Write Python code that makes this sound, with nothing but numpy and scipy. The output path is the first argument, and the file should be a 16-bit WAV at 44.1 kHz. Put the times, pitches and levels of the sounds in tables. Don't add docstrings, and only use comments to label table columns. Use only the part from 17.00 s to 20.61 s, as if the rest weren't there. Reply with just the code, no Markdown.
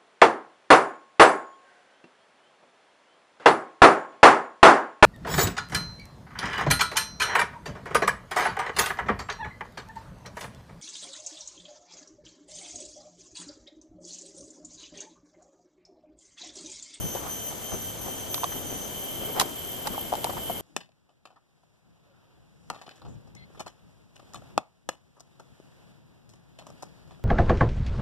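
import sys
import numpy as np
from scipy.fft import rfft, irfft, next_fast_len
from scipy.io import wavfile
from scipy.ndimage import map_coordinates

SR = 44100
rng = np.random.default_rng(int(sys.argv[2]) if len(sys.argv) > 2 else 0)


def to_wav(s):
    ch = np.atleast_2d(s).T
    pcm = np.round(np.clip(ch, -1, 1) * 32767)
    wavfile.write(sys.argv[1], SR, pcm.astype(np.int16))


N = 159201

# (frequency [Hz], likeness [-1 to 1])
FIELD_LIKENESS = [(50, 0.19), (300, 0.24), (700, 0.31), (1300, -0.015), (3100, 0.28), (6200, 0.5),
                  (9200, 0.19), (12300, -0.6)]
# (frequency [Hz], left minus right [dB])
FIELD_BALANCE = [(50, 5), (300, 3.5), (1000, 0), (3100, 1.5), (4500, 0), (6200, 2), (8000, 0.5),
                 (9300, 2.5), (12400, 1.2)]

# (start [s], length [s], starting pitch [Hz], relative level [dB])
PHRASES = [(-.03, 0.26, 3085, -41), (.26, 0.28, 3107, -42), (.61, 0.324, 3128, -43),
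           (.98, 0.28, 3112, -43.5), (1.28, 0.35, 3111, -41.5), (1.62, 0.267, 3110, -45.5),
           (1.9, .3, 3108, -53), (2.45, .33, 3127, -55.5)]
HARMONIC_LEVELS = [-6, -1.5, -8, 2.5]
CICADA_DB = 1
SAG_HZ_PER_S, FADE_S = 115, .04
BUZZ_HZ, BUZZ_DEPTH = 369, .31
BUZZ_SWING_RAD = .08
JITTER_HZ, SCATTER, SWELL_DB = 3, .25, 2.2

# (centre [Hz], relative width [Hz], relative level [dB])
ECHO_BANDS = [(3110, 79, -58), (5830, 110, -60), (6180, 62, -48.5), (6410, 340, -54.5), (9260, 95, -53),
              (12020, 260, -56), (12450, 230, -46)]
# (time [s], relative level [dB])
ECHO_LEVEL = [(0, 1.5), (.7, -0.5), (1.5, -2.5), (1.7, 1.5), (1.92, 1.5), (2.1, -5), (2.4, -8), (3.6, -16)]
# (centre [Hz], relative width [Hz], relative level [dB])
CHORUS_BANDS = [(2157, 24, -60.5), (3101, 172, -46), (6240, 130, -61.5), (9290, 340, -54),
                (12420, 190, -40.5)]
# (time [s], relative level [dB])
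CHORUS_LEVEL = [(0, -9.5), (1.45, -4.5), (1.7, -5), (2.1, 2), (2.7, 1.5), (3.6, 0.5)]
# (centre [Hz], relative width [Hz], relative level [dB])
FAR_BANDS = [(2920, 130, -65.5), (3415, 420, -56.5), (6100, 200, -71), (7280, 350, -55), (7710, 220, -57),
             (8300, 120, -68), (9100, 1000, -57), (12100, 380, -49), (12700, 300, -61.5)]

# (frequency [Hz], relative level per Hz [dB])
AIR_COLOUR = [(20, -13), (45, -4.5), (90, 2), (140, 0.5), (250, -0.5), (400, -1), (700, -2.5), (1000, -8),
              (1500, -11), (2300, -14.5), (4000, -17), (6000, -17.5), (8500, -20.5), (10600, -17.5),
              (11400, -24), (12800, -26), (13300, -45), (16000, -60)]
# (time [s], relative level [dB])
RUMBLE_LEVEL = [(0, 3.5), (.3, 0), (.9, 0.5), (1.45, 1), (1.65, 1), (2.05, 1.5), (2.35, 2), (2.6, -0.5),
                (3.1, 1), (3.6, 2)]
AIR_DB = -40

# (centre [s], half length [s], relative level [dB], left minus right [dB])
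BUMPS = [(0.01, .015, -32, 4), (0.05, 0.019, -29.5, 2), (0.737, 0.016, -34, 4.5)]
# (frequency [Hz], relative level [dB])
BUMP_COLOUR = [(20, -12), (45, -3), (90, 0), (200, -5), (400, -25), (1000, -50), (3000, -90)]
BUMP_LIKENESS = -.63

# (start [s], relative ring level [dB], ring pitch [Hz], relative click level [dB],
# left minus right [dB])
KNOCKS = [(.150, -24.5, 500, -37, 11), (.156, -23, 750, -46, 2), (.7395, -27, 560, -44, 7),
          (1.3437, -39, 984, -21, -0.5), (1.3791, -25.5, 1040, -31, -3), (1.434, -16.5, 960, -34, -5),
          (1.441, -15.5, 1120, -25, -5), (1.4435, -20, 720, -40, -1), (2.397, -17, 1300, -14, -1),
          (2.3988, -17, 1090, -14, 3.5), (2.402, -17.5, 850, -23, -4), (2.408, -30, 900, -19, -8),
          (2.4133, -11, 1060, -17, -2), (2.418, -18.5, 760, -23, 4), (2.8713, -20.5, 880, -24.5, 2),
          (2.875, -21.5, 890, -26.5, -5), (2.947, -30, 1120, -44, 0), (2.979, -20.5, 814, -41, -1),
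          (3.122, -22, 786, -45, 5), (3.127, -14.5, 700, -38, 6.5), (3.137, -15.5, 840, -33, -2),
          (3.144, -22.5, 720, -44, 0), (3.153, -24, 830, -30, 5), (3.2433, -20.5, 960, -21, -1),
          (3.2475, -15.5, 780, -48, 2), (3.269, -23, 940, -46, -1), (3.295, -33, 680, -54, 5),
          (3.299, -26, 754, -48, 2), (3.334, -27.5, 815, -41, 5), (3.3795, -27, 690, -50, 7),
          (3.4976, -20, 715, -49, 8), (3.502, -20, 710, -48, -3)]
# (ratio to the ring pitch, relative level [dB], time to fall 60 dB [s])
KNOCK_MODES = [(.3, -27, .035), (.55, -16, .022), (.78, -8, 0.017), (0.998, 4.5, 0.015), (1.25, -7, 0.011),
               (2.1, -23, 0.0068)]
# (frequency [Hz], relative level [dB])
CLICK_COLOUR = [(200, -3), (900, 1), (2200, -1.5), (3200, 1), (4500, -0.5), (8000, -3), (12000, -3.5),
                (15500, -8)]
KNOCK_ATTACK_S, PORT_LAG_S, KNOCK_LOW_HZ = .001, .00019, 330
CLICK_T60_S, TAIL_DB, TAIL_T60_S = .0096, -13.5, .067

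# (centre [s], half length [s], relative level [dB], middle pitch [Hz])
RUBS = [(0.168, 0.014, -38.5, 744), (0.262, 0.063, -42.5, 1100), (.53, 0.022, -44, 710),
        (0.722, 0.0091, -36, 550), (.745, 0.013, -36, 620), (1.077, .022, -38.5, 597),
        (1.526, 0.0088, -41, 1195), (1.564, 0.017, -39, 320), (1.728, 0.048, -41.5, 356.5),
        (2.228, 0.022, -38, 430), (2.285, 0.027, -39, 650), (2.378, 0.02, -31.5, 820),
        (2.416, 0.03, -35, 700), (2.476, 0.042, -42.5, 501), (2.865, 0.014, -36, 850),
        (2.92, .035, -42, 290), (2.946, 0.021, -43, 900), (3.141, 0.017, -41, 720), (3.18, 0.013, -41, 710),
        (3.263, .02, -42, 815), (3.302, .008, -33, 720), (3.378, .014, -37, 640), (3.504, 0.011, -39, 550)]
# (frequency [Hz], relative level [dB])
RUB_COLOUR = [(60, -22), (200, -11), (500, -5), (1000, 7), (2000, -4), (3500, -7), (8000, -14),
              (14000, -26)]
GRAINS_PER_S, GRAIN_CYCLES = 700, 8.7
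GRAIN_SPREAD, RUB_HISS_DB = .3, -6

# (start [s], relative level [dB], pitch [Hz])
SNAPS = [(1.3436, -18, 3650), (1.4415, -25, 3600), (2.3976, -16, 1950), (2.399, -19, 3100),
         (2.4132, -25, 2050), (3.2438, -22, 3900)]
# (ratio to the pitch, relative level [dB], time to fall 60 dB [s])
SNAP_MODES = [(1, 0, .014), (1.08, -3, .011), (1.25, -3, .009), (1.7, -9, .007)]

# (frequency [Hz], gain [dB])
MIC_COLOUR = [(12800, 0), (13050, 3.5), (13400, -6), (15800, -13)]
TOP_HZ = 15800


def amp(db):
    return 10 ** (np.asarray(db) / 20)


def unit(x):
    return x / np.sqrt(np.mean(x ** 2) + 1e-20)


def along(points, hz):
    f, v = np.transpose(points)
    return np.interp(np.log(hz + 1), np.log(f + 1), v)


def curve(rows):
    return np.interp(np.arange(N) / SR, *np.transpose(rows))


def wobble(rate):
    knots = rng.standard_normal(int(N * rate / SR) + 4)
    return map_coordinates(knots, [np.arange(N) * rate / SR])


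def filtered(x, response):
    m = next_fast_len(N + SR // 2)
    return irfft(rfft(x, m) * response(np.fft.rfftfreq(m, 1 / SR)), m)[..., :N]


def spread(pair):
    def shares(hz):
        turn = np.arccos(np.clip(along(FIELD_LIKENESS, hz), -1, 1)) / 2
        return np.array([np.cos(turn), np.sin(turn)])

    mid, side = filtered(pair, shares)
    stereo = np.array([mid + side, mid - side])
    return filtered(stereo, lambda hz: amp(np.outer([.5, -.5], along(FIELD_BALANCE, hz))))


def rush(colour):
    noise = rng.standard_normal((2, N))
    return unit(spread(filtered(noise, lambda hz: amp(along(colour, hz)))))


def near_cicada():
    t = np.arange(N) / SR
    pitch, level = np.full(N, float(PHRASES[0][2])), np.zeros(N)
    for start, length, hz, db in PHRASES:
        pitch = np.where(t >= start, hz - SAG_HZ_PER_S * (t - start), pitch)
        nearest_end = np.minimum(t - start, start + length - t)
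        level = level + amp(db) * np.clip(nearest_end / FADE_S, 0, 1)
    beat = 2 * np.pi * np.cumsum(BUZZ_HZ + 15 * wobble(40)) / SR
    phase = 2 * np.pi * np.cumsum(pitch + JITTER_HZ * wobble(150)) / SR
    phase = phase - BUZZ_SWING_RAD * np.sin(beat)
    buzz = 1 + BUZZ_DEPTH * np.cos(beat)
    pair = np.zeros((2, N))
    for k, db in enumerate(HARMONIC_LEVELS, 1):
        gain = amp(db) * amp(SWELL_DB * wobble(11))
        for i, direct in enumerate((1, 1j)):
            paths = direct + SCATTER * (wobble(29.96) + 1j * wobble(29.66))
            pair[i] += gain * np.real(paths * np.exp(1j * k * phase))
    return amp(CICADA_DB) * spread(pair * buzz * level)


def shrill(bands, flutter_db):
    def response(hz):
        power = 0
        for centre, width, db in bands:
            w = .61 * width
            power = power + amp(db) ** 2 * SR / (np.pi * w) / (1 + ((hz - centre) / w) ** 2) ** 2
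        return np.sqrt(power)

    noise = rng.standard_normal((2, N))
    return spread(filtered(noise, response)) * amp(flutter_db * wobble(12))


def insects():
    echo = shrill(ECHO_BANDS, flutter_db=-.5) * amp(curve(ECHO_LEVEL))
    chorus = shrill(CHORUS_BANDS, flutter_db=1.4) * amp(curve(CHORUS_LEVEL))
    return echo + chorus + shrill(FAR_BANDS, flutter_db=-.2)


def air():
    noise = amp(AIR_DB) * rush(AIR_COLOUR)
    low = filtered(noise, lambda hz: 1 / (1 + (hz / 900) ** 4))
    deep = filtered(low, lambda hz: 1 / (1 + (hz / 260) ** 4))
    rumble = deep * amp(.91 * wobble(14)) + (low - deep) * amp(.96 * wobble(14))
    return noise - low + rumble * amp(curve(RUMBLE_LEVEL))


def bumps():
    t = np.arange(N) / SR
    level = np.zeros((2, N))
    for centre, half, db, pan_db in BUMPS:
        sides = amp(db + pan_db * np.array([[.5], [-.5]]))
        level += sides * np.exp(-((t - centre) / half) ** 2)
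    turn = np.arccos(np.clip(BUMP_LIKENESS, -1, 1)) / 2
    noise = rng.standard_normal((2, N))
    shared, opposed = unit(filtered(noise, lambda hz: amp(along(BUMP_COLOUR, hz))))
    return level * (np.cos(turn) * shared + np.array([[1], [-1]]) * np.sin(turn) * opposed)


def knocks():
    t = np.arange(SR // 8) / SR
    rings, clicks = np.zeros((2, N + SR)), np.zeros((2, N + SR))
    late = np.maximum(t - np.array([[PORT_LAG_S], [0]]), 0)
    for s, ring_db, hz, click_db, pan_db in KNOCKS:
        sides, start = amp(np.array([[.5], [-.5]]) * pan_db), round(s * SR)
        ring = np.zeros((2, len(t)))
        for ratio, db, t60 in KNOCK_MODES:
            uneven_db = db + rng.normal(0, .98, (2, 1))
            ring += amp(uneven_db - 60 * late / t60) * np.sin(2 * np.pi * hz * ratio * late)
        ring *= 1 - np.exp(-late / KNOCK_ATTACK_S)
        burst = amp(-60 * late / CLICK_T60_S) + amp(TAIL_DB - 60 * late / TAIL_T60_S)
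        burst *= 1 - np.exp(-late / .000067)
        click = burst * rng.standard_normal((2, len(t)))
        rings[:, start:start + len(t)] += sides * amp(ring_db + 2.5) * ring
        clicks[:, start:start + len(t)] += sides * amp(click_db + 4.5) * click

    def thin(hz):
        ratio = KNOCK_LOW_HZ / (hz + 1)
        return 1 / (1 - 1.4j * ratio - ratio ** 2)

    return filtered(rings[:, :N], thin) + filtered(clicks[:, :N], lambda hz: amp(along(CLICK_COLOUR, hz)))


def rubs():
    t, life = np.arange(N) / SR, np.arange(SR // 40) / SR
    grains, level = np.zeros((2, N)), np.zeros(N)
    size = 128
    for centre, half, db, hz in RUBS:
        pitch = hz * np.exp(GRAIN_SPREAD * rng.standard_normal((size, 1)))
        start = centre + (np.arange(size) - size / 2 + rng.random(size)) / GRAINS_PER_S
        gain = amp(4.2 * rng.standard_normal(size)) * np.exp(-((start - centre) / half) ** 2)
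        decay = amp(-60 * life * pitch / GRAIN_CYCLES)
        blips = gain[:, None] * decay * np.sin(2 * np.pi * pitch * life)
        at = (start * SR).astype(int)[:, None] + np.arange(len(life))
        at = np.clip(at, 0, N - 1).ravel()
        pair = []
        for _ in range(2):
            signed = blips * rng.choice([-1, 1], (size, 1))
            pair.append(np.bincount(at, signed.ravel(), N))
        grains += amp(db) * unit(np.array(pair)) * np.sqrt(half * SR / N)
        level += amp(db) * np.exp(-((t - centre) / half) ** 2)
    return np.sqrt(2) * spread(grains) + amp(RUB_HISS_DB) * level * rush(RUB_COLOUR)


def snaps():
    t = np.arange(SR // 20) / SR
    out = np.zeros((2, N + SR))
    for s, db, hz in SNAPS:
        ring = np.zeros((2, len(t)))
        for ratio, mode_db, t60 in SNAP_MODES:
            cycles = hz * ratio * t + rng.random((2, 1))
            ring += amp(mode_db - 60 * t / t60) * np.sin(2 * np.pi * cycles)
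        start = round(s * SR)
        out[:, start:start + len(t)] += amp(db) * ring * (1 - np.exp(-t / .0004))
    return out[:, :N]


def scene():
    return near_cicada() + insects() + air() + bumps() + knocks() + rubs() + snaps()


def record(dry):
    return filtered(dry, lambda hz: amp(along(MIC_COLOUR, hz)) * (hz < TOP_HZ))


dry = scene()
out = record(dry)
to_wav(out)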